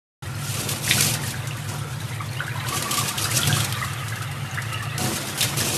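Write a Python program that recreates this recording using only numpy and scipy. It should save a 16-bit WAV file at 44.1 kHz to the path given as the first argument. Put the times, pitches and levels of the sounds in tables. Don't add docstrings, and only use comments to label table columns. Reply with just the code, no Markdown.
import sys
import numpy as np
from scipy import signal
from scipy.io import wavfile
from scipy.ndimage import uniform_filter1d

SR = 44100
rng = np.random.default_rng(int(sys.argv[2]) if len(sys.argv) > 2 else 0)


def generate_wav(sig):
    pcm = np.round(np.clip(np.atleast_2d(sig).T, -1, 1) * 32767).astype(np.int16)
    wavfile.write(sys.argv[1], SR, pcm)


N = 254456
TIME = np.arange(N) / SR

# (frequency [Hz], time to fade by 60 dB [s])
ROOM_RING = [(100, 0.045), (1000, 0.34), (4000, 0.37), (13000, 0.15)]
# (pitch [Hz], width [Hz], relative level [dB])
BASIN_TONES = [(60.3, 29, -22), (81.5, 25, -21), (105.7, 18, 1), (120.8, 24, -2), (130.4, 14.4, -4),
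               (145.5, 7.5, -2.5)]
PANEL_TONES = [(138.7, 22, 5), (177, 51, -22), (203, 20, 3.5), (234.3, 4.1, 0.5), (282.4, 27, -2),
               (334.3, 19.5, -0.5), (382, 11.6, -8), (475.5, 12, -3.5), (521.4, 5.7, -4.5), (596, 21, -7.5),
               (737.7, 11.7, -3)]
# (pitch [Hz], width [Hz], relative level [dB])
HOLLOW_TONES = [(1310, 110, 0.5), (1780, 93, -1), (1960, 86, -1.5), (2760, 150, 0.5)]
# (time [s], level [dB])
HOLLOW_LEVEL = [(3.6, -70), (3.85, -46), (4.3, -41.5), (4.75, -38), (4.95, -38.5), (5.1, -60)]
# (frequency [Hz], relative level [dB])
TRICKLE_COLOUR = [(150, -30), (450, 2.5), (900, 4), (1500, -1.5), (2400, 0), (3700, -10), (5000, -9),
                  (7000, -23.5), (9000, -10), (13000, -38)]
GURGLE_COLOUR = [(200, -31), (600, -1.5), (900, -2.5), (1300, -0.5), (1900, 2), (2350, -4.5), (2850, -8),
                 (3600, -3.5), (5000, -15.5), (13000, -10.5)]
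SPLAT_COLOUR = [(750, -15), (3000, 0.5), (5500, 0.5), (9000, 0), (13000, -3)]
THUMP_COLOUR = [(60, -37), (105, -5), (145, 0.5), (220, -5.5), (330, -13), (1000, -56)]
PATTER_COLOUR = [(25, -15), (100, -4), (190, -11), (350, 0.5), (450, -3.5), (800, -7), (1200, -5),
                 (2500, -22), (6000, -36)]
SPRAY_COLOUR = [(150, -37.5), (700, -8), (1500, -33.5), (2500, -1), (3600, -5.5), (4500, -4), (6000, -3.5),
                (7200, -4.5), (8700, -4), (10500, -5), (13000, -8.5)]
# (time [s], relative level [dB])
CHURN_LEVEL = [(0.3, -39.5), (1.15, -34.5), (1.55, -38), (2.1, -40), (2.58, -33), (2.75, -31), (3.2, -32),
               (3.55, -28.5), (3.95, -34.5), (4.45, -39), (4.85, -37.5), (5.1, -34), (5.5, -32),
               (5.75, -37.5)]
# (time [s], pitch [Hz], relative level [dB])
AIR_POCKET = [(0.7, 1380, 5), (1.3, 1610, -36), (1.8, 1330, 13), (2.45, 1400, -21), (2.6, 1030, -5),
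              (2.76, 1140, 9), (3.02, 1157, 6), (3.22, 1250, 6), (3.45, 1410, -7), (3.8, 1190, 2.5),
              (4.5, 1350, -7), (4.85, 1230, 2.5), (5.7, 1560, -15)]
# (start [s], length [s])
CATCHES = [(0.757, 0.084), (2.82, 0.17), (3.09, 0.07), (5.182, 0.2)]
# (time [s], peak level [dB], first pitch [Hz], length [s], pitch rise [share])
PLOPS = [(0.8772, -15, 1570, 0.004, 0.57), (0.9101, -5, 1880, 0.0025, 0.39),
         (0.9113, -5, 3360, 0.0024, 0.21), (0.979, -21, 1350, 0.011, 0.17),
         (1.342, -21, 1450, 0.0055, 0.22), (1.509, -23, 2600, 0.0043, 0.1), (1.715, -28.5, 920, 0.012, 0.1),
         (1.765, -39, 775, 0.013, 0.11), (1.846, -34.5, 445, 0.022, 0.11), (2.005, -27, 3700, 0.0043, 0.11),
         (2.112, -33.5, 1830, 0.03, 0.29), (2.2, -28, 2050, 0.0066, 0.15), (2.204, -23, 1110, 0.009, 0.18),
         (2.366, -30, 2690, 0.018, 0.14), (2.394, -24, 2890, 0.0043, 0.15),
         (2.4032, -15, 1230, 0.0071, 0.46), (2.479, -21, 1510, 0.0073, 0.12),
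         (2.5545, -24, 940, 0.013, 0.1), (2.646, -23, 1450, 0.0097, 0.11), (2.663, -28, 974, 0.013, 0.08),
         (2.719, -23, 1120, 0.019, 0.087), (2.912, -23, 2980, 0.0064, 0.083),
         (2.975, -20.5, 1115, 0.021, 0.091), (3.01, -24, 1040, 0.013, 0.1),
         (3.1823, -11, 2710, 0.0018, 0.41), (3.241, -17.5, 4680, 0.006, 0.1),
         (3.256, -16, 1350, 0.0045, 0.22), (3.27, -26, 5000, 0.0046, 0.1),
         (3.39, -20.5, 1364, 0.017, 0.047), (3.4322, -9.5, 3030, 0.0036, 0.2),
         (3.494, -20.5, 1547, 0.019, 0.06), (3.527, -10.5, 2880, 0.003, 0.35),
         (3.565, -19.5, 1084, 0.01, 0.18), (3.605, -15, 3180, 0.0027, 0.2), (3.768, -30, 1200, 0.021, 0.05),
         (3.811, -22, 1193, 0.017, 0.091), (3.824, -17, 1780, 0.0086, 0.21),
         (3.838, -26, 1037, 0.011, 0.089), (3.915, -33, 2620, 0.011, 0.036),
         (4.002, -36, 1930, 0.012, 0.08), (4.02, -29, 1190, 0.017, 0.08), (4.121, -23, 1600, 0.008, 0.097),
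         (4.126, -29, 1950, 0.012, 0.08), (4.168, -30, 1545, 0.016, 0.26),
         (4.209, -26.5, 1240, 0.012, 0.13), (4.36, -32, 1190, 0.014, 0.08),
         (4.512, -27, 6300, 0.0028, 0.08), (4.574, -19, 1520, 0.006, 0.26), (4.58, -22, 1370, 0.0068, 0.11),
         (4.5855, -18, 1770, 0.0046, 0.2), (4.722, -26, 1255, 0.022, 0.08),
         (4.742, -21.5, 2695, 0.0084, 0.12), (4.773, -31, 2680, 0.0065, 0.05),
         (4.795, -28, 1696, 0.033, 0.091), (4.819, -27.5, 1073, 0.03, 0.25),
         (5.4073, -10.5, 2480, 0.003, 0.27), (5.411, -16, 4660, 0.0019, 0.1),
         (5.4142, -7, 3470, 0.0016, 0.2), (5.43, -19.5, 1800, 0.0069, 0.37),
         (5.6055, -21, 1650, 0.01, 0.12), (5.6125, -11, 5000, 0.002, 0.1)]
# (time [s], level [dB], time to fade by 60 dB [s])
SPLATS = [(0.541, -19.5, 0.026), (0.688, -18, 0.076), (0.714, -24, 0.093), (1.0063, -7, 0.042),
          (1.021, -17.5, 0.13), (1.046, -13.5, 0.028), (1.138, -14.5, 0.039), (1.2356, -29, 0.023),
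          (1.271, -24, 0.027), (1.305, -24, 0.079), (1.4711, -24, 0.04), (1.57, -24, 0.018),
          (1.757, -31, 0.04), (2.0, -38, 0.38), (2.214, -35, 0.04), (2.465, -34, 0.098),
          (2.685, -21, 0.066), (2.756, -26, 0.15), (2.823, -14.5, 0.031), (2.909, -14, 0.05),
          (2.94, -17, 0.06), (2.97, -16, 0.082), (2.988, -20.5, 0.09), (3.0294, -26, 0.021),
          (3.0586, -31, 0.038), (3.089, -16.5, 0.04), (3.1775, -19, 0.04), (3.242, -23, 0.1),
          (3.473, -12.5, 0.035), (3.6022, -18, 0.04), (3.645, -14.5, 0.039), (3.7245, -12, 0.012),
          (3.7684, -30, 0.04), (3.8472, -27, 0.057), (3.9325, -25.5, 0.037), (4.082, -26, 0.044),
          (4.0994, -29.5, 0.03), (4.1565, -29.5, 0.05), (4.219, -30, 0.11), (4.3136, -27.5, 0.022),
          (4.5441, -28, 0.033), (4.619, -26, 0.044), (4.727, -26.5, 0.061), (4.825, -31.5, 0.12),
          (4.9795, -14.5, 0.024), (5.2709, -24, 0.027), (5.3757, -23.5, 0.27), (5.407, -12, 0.03),
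          (5.426, -14, 0.077), (5.442, -25, 0.046), (5.571, -21, 0.065), (5.6016, -18, 0.062)]
# (start [s], rise [s], length [s], spray [dB], patter [dB], boom [dB])
SPILLS = [(0.343, 0.12, 0.15, -33, -71, -33.5), (0.5, 0.085, 0.25, -29, -35.5, -46),
          (0.812, 0.014, 0.029, -24.5, -43, -49), (0.848, 0.067, 0.23, -26.5, -33.5, -30),
          (1.187, 0.022, 0.088, -35.5, -41, -52), (1.668, 0.022, 0.069, -38.5, -40.5, -119),
          (2.638, 0.096, 0.17, -28.5, -33.5, -43), (2.823, 0.066, 0.25, -27, -37.5, -52),
          (3.151, 0.027, 0.13, -28.5, -39.5, -55), (3.293, 0.031, 0.19, -26.5, -35.5, -30),
          (3.447, 0.03, 0.12, -29.5, -35, -24.5), (4.974, 0.023, 0.13, -26, -29.5, -38),
          (5.197, 0.011, 0.43, -34, -41, -59), (5.412, 0.018, 0.063, -28, -33.5, -43),
          (5.559, 0.02, 0.19, -24.5, -31, -38)]


def gain_of(db):
    return 10 ** (np.asarray(db) / 20)


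def evened(x):
    return x / np.sqrt(np.mean(x ** 2) + 1e-20)


def read(points, hz):
    f, value = np.transpose(points)
    return np.interp(np.log(hz + 1), np.log(f + 1), value)


def curves(rows):
    s, *columns = np.transpose(rows)
    return [np.interp(TIME, s, c) for c in columns]


def add(mix, s, sound):
    part = mix[round(s * SR):][:len(sound)]
    part += sound[:len(part)]


def colour(x, points, size=2048):
    log_gain = np.log(gain_of(read(points, abs(np.fft.fftfreq(size, 1 / SR)))))
    taps = np.fft.ifft(np.exp(np.conj(signal.hilbert(log_gain)))).real
    return evened(signal.oaconvolve(x, taps)[:len(x)])


def ring(x, hz, width, skirt_hz):
    turn = np.exp(2j * np.pi * np.cumsum(hz * np.ones(len(x))) / SR)
    for band_hz in (width, skirt_hz):
        decay = np.exp(-np.pi * band_hz / SR)
        x = 2 * (turn * signal.lfilter([1 - decay], [1, -decay], x / turn + 1e-18)).real
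    return evened(x)


def impacts(per_s, spread_db):
    size = gain_of(spread_db * np.minimum(rng.exponential(1, N), 4))
    return size * rng.choice([-1, 1], N) * (rng.random(N) < per_s / SR)


def bubble(hz, length, rise):
    t = np.arange(0, length, 1 / SR)
    fade = gain_of(-60 * t / length) * (1 - np.exp(-2 * hz * t))
    return fade * np.sin(2 * np.pi * hz * (t + rise * t * t / length / 2))


def bubbles(low_hz, high_hz, count, spread_db, cycles, rise):
    out = np.zeros(N)
    for when, size, strength, damping in rng.random((count, 4)):
        hz = low_hz * (high_hz / low_hz) ** size
        db = -spread_db * np.log(max(strength, .02))
        length = cycles * 2 ** (damping - .5) / hz
        add(out, when * N / SR, gain_of(db) * hz * bubble(hz, length, rise))
    return evened(out)


def steel(tones, skirt):
    return evened(sum(gain_of(db) * ring(rng.standard_normal(N), hz, width, skirt * width)
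                      for hz, width, db in tones))


def echoes(walls_db=-6, wall_s=0.011, tail_db=-8):
    t = np.arange(SR // 3) / SR
    signs = rng.choice([-1., 1.], (2, len(t)))
    near, far = signs * (rng.random((2, len(t))) < 2000 / SR) * (t > .002)
    near = near * np.exp(-t / wall_s)
    hz, frame_s, bands = signal.stft(far, SR, nperseg=256)
    fade = gain_of(-60 * frame_s / read(ROOM_RING, hz)[:, None])
    far = signal.istft(bands * fade, SR)[1][:len(t)]
    walls = gain_of(walls_db) * near / np.linalg.norm(near)
    tail = gain_of(tail_db) * far / np.linalg.norm(far)
    paths = (t == 0) + walls + tail
    return paths / np.linalg.norm(paths)


def room(x, spots=8, stay_samples=768):
    spot = np.arange(N) // stay_samples % spots
    shares = (uniform_filter1d(1. * (spot == k), stay_samples // 4) for k in range(spots))
    return sum(signal.oaconvolve(x * share, echoes())[:N] for share in shares)


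def trickle(crackle_db=-45.5, spit_db=-56, hiss_db=-54, ping_db=-54):
    crackle = gain_of(crackle_db) * colour(impacts(per_s=3000, spread_db=3), TRICKLE_COLOUR)
    spits = gain_of(spit_db) * colour(impacts(per_s=45, spread_db=1.5), SPLAT_COLOUR)
    hiss = gain_of(hiss_db) * colour(rng.standard_normal(N), SPLAT_COLOUR)
    pings = bubbles(low_hz=2500, high_hz=9800, count=600, spread_db=3, cycles=100, rise=0.175)
    return crackle + spits + hiss + gain_of(ping_db) * colour(pings, TRICKLE_COLOUR)


def hollow(skirt=4.5, waver=0.028):
    wander = uniform_filter1d(uniform_filter1d(rng.standard_normal(N), SR // 20), SR // 40)
    drift = 1 + waver * evened(wander)
    blows = impacts(per_s=760, spread_db=3.5)
    rings = sum(gain_of(db) * ring(blows, hz * drift, width, skirt * width)
                for hz, width, db in HOLLOW_TONES)
    level_db, = curves(HOLLOW_LEVEL)
    return gain_of(level_db) * evened(rings)


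def drumming(level_db):
    boom = steel(BASIN_TONES, skirt=1.97)
    swell = np.sqrt(abs(uniform_filter1d(boom ** 2, SR // 8)) + 1e-9)
    return gain_of(level_db) * evened(boom / swell)


def gurgle(trim_db=-1.5, froth_db=-2.5, notes_db=-9.5, pocket_trim_db=-11):
    cloud = bubbles(low_hz=455, high_hz=4690, count=3600, spread_db=3.5, cycles=72, rise=0.17)
    notes = bubbles(low_hz=943, high_hz=2698, count=260, spread_db=1, cycles=100, rise=0.22)
    froth = colour(impacts(per_s=2900, spread_db=4.5), GURGLE_COLOUR)
    bubbling = evened(colour(cloud, GURGLE_COLOUR) + gain_of(notes_db) * notes + gain_of(froth_db) * froth)
    pocket_hz, pocket_db = curves(AIR_POCKET)
    pocket = ring(impacts(per_s=280, spread_db=4), pocket_hz, width=80, skirt_hz=280)
    share = gain_of(pocket_db + pocket_trim_db)
    level_db, = curves(CHURN_LEVEL)
    return gain_of(level_db + trim_db) * (bubbling + share * pocket) / np.sqrt(1 + share ** 2)


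def plop(hz, length, rise):
    progress = np.arange(0, length, 1 / SR) / length
    swell = np.sin(np.pi * progress ** .7) ** 1.5
    return swell * np.sin(2 * np.pi * hz * length * (progress + rise * progress ** 2 / 2))


def plops(shed_count=7, shed_db=-17, shed_s=0.022, shed_cycles=49, scatter_octaves=0.533):
    out = np.zeros(N)
    for s, db, hz, length, rise in PLOPS:
        add(out, s, gain_of(db) * plop(hz, length, rise))
        for lag, size in rng.random((shed_count, 2)):
            shed_hz = hz * (1 + rise / 2) * 2 ** (scatter_octaves * (2 * size - 1))
            shed = bubble(shed_hz, shed_cycles / shed_hz, rise=0.44)
            add(out, s + length / 2 + lag * shed_s, gain_of(db + shed_db) * shed)
    return out


def splats(rise_s=0.0007):
    out = np.zeros(N)
    shower = colour(impacts(per_s=15000, spread_db=-1), SPLAT_COLOUR)
    t = np.arange(SR // 6) / SR
    for s, db, fade_s in SPLATS:
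        burst = shower[round(s * SR):][:len(t)]
        fade = gain_of(-60 * t / fade_s) * (1 - np.exp(-t / rise_s))
        add(out, s, gain_of(db) * burst * fade[:len(burst)])
    return out


def catch_dip(depth_db=-8, fade_s=0.025):
    return depth_db * sum(np.clip(np.minimum(TIME - start, start + length - TIME) / fade_s + .5, 0, 1)
                          for start, length in CATCHES)


def spilling(levels_db, fall_db_per_s, dribble_db=-8, dribble_db_per_s=36):
    power = np.zeros(N)
    for (start, rise, length, *_), db in zip(SPILLS, levels_db):
        onset = np.clip((TIME - start) / rise, 0, 1)
        after = np.maximum(TIME - start - length, 0)
        fade_db = np.maximum(-fall_db_per_s * after, dribble_db - dribble_db_per_s * after)
        power += (onset * gain_of(db + fade_db)) ** 2
    return power


def with_stream(spill_power, stream_db):
    return 10 * np.log10(gain_of(stream_db) ** 2 + spill_power)


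def thumps(boom_power, trim_db=-8.5):
    lumps = colour(impacts(per_s=500, spread_db=0), THUMP_COLOUR)
    return gain_of(trim_db) * np.sqrt(boom_power) * lumps


def patter(level_db, thud_db=-4):
    thuds = colour(impacts(per_s=700, spread_db=2.5), PATTER_COLOUR)
    return gain_of(level_db) * (steel(PANEL_TONES, skirt=3.3) + gain_of(thud_db) * thuds)


def spray(level_db, tick_db=-6, fizz_db=-4, ring_db=-9, mist_db=2, clump_db=3, clump_s=0.022):
    ticks = evened(impacts(per_s=2500, spread_db=4))
    fizz = bubbles(low_hz=1862, high_hz=14060, count=5500, spread_db=-3, cycles=27, rise=0.034)
    rings = bubbles(low_hz=3000, high_hz=12050, count=1100, spread_db=2, cycles=70, rise=0.085)
    clumps = evened(signal.lfilter([1], [1, -np.exp(-1 / (clump_s * SR))], rng.standard_normal(N)))
    mist = gain_of(mist_db) * rng.standard_normal(N)
    drops = gain_of(tick_db) * ticks + gain_of(fizz_db) * fizz + gain_of(ring_db) * rings + mist
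    return gain_of(level_db) * colour(drops * gain_of(clump_db * clumps), SPRAY_COLOUR)


def scene():
    *_, sprays, patters, booms = np.transpose(SPILLS)
    spray_db = with_stream(spilling(sprays, fall_db_per_s=108), stream_db=-44.5)
    patter_db = with_stream(spilling(patters, fall_db_per_s=71), stream_db=-44)
    boom_power = spilling(booms, fall_db_per_s=69)
    drum_db = with_stream(boom_power, stream_db=-31 + catch_dip())
    water = trickle() + gurgle() + hollow() + spray(spray_db) + plops() + splats()
    return (room(water) + patter(patter_db) + drumming(drum_db) + thumps(boom_power))[None]


def record(dry):
    start_s, fade_in_s, top_hz = 0.2225, 0.0025, 13350
    opened = dry * np.clip((TIME - start_s) / fade_in_s, 0, 1)
    treble_cut = signal.firwin(601, top_hz, window=("kaiser", 9), fs=SR)
    return signal.oaconvolve(opened, treble_cut[None], "same")


dry = scene()
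out = record(dry)
generate_wav(out)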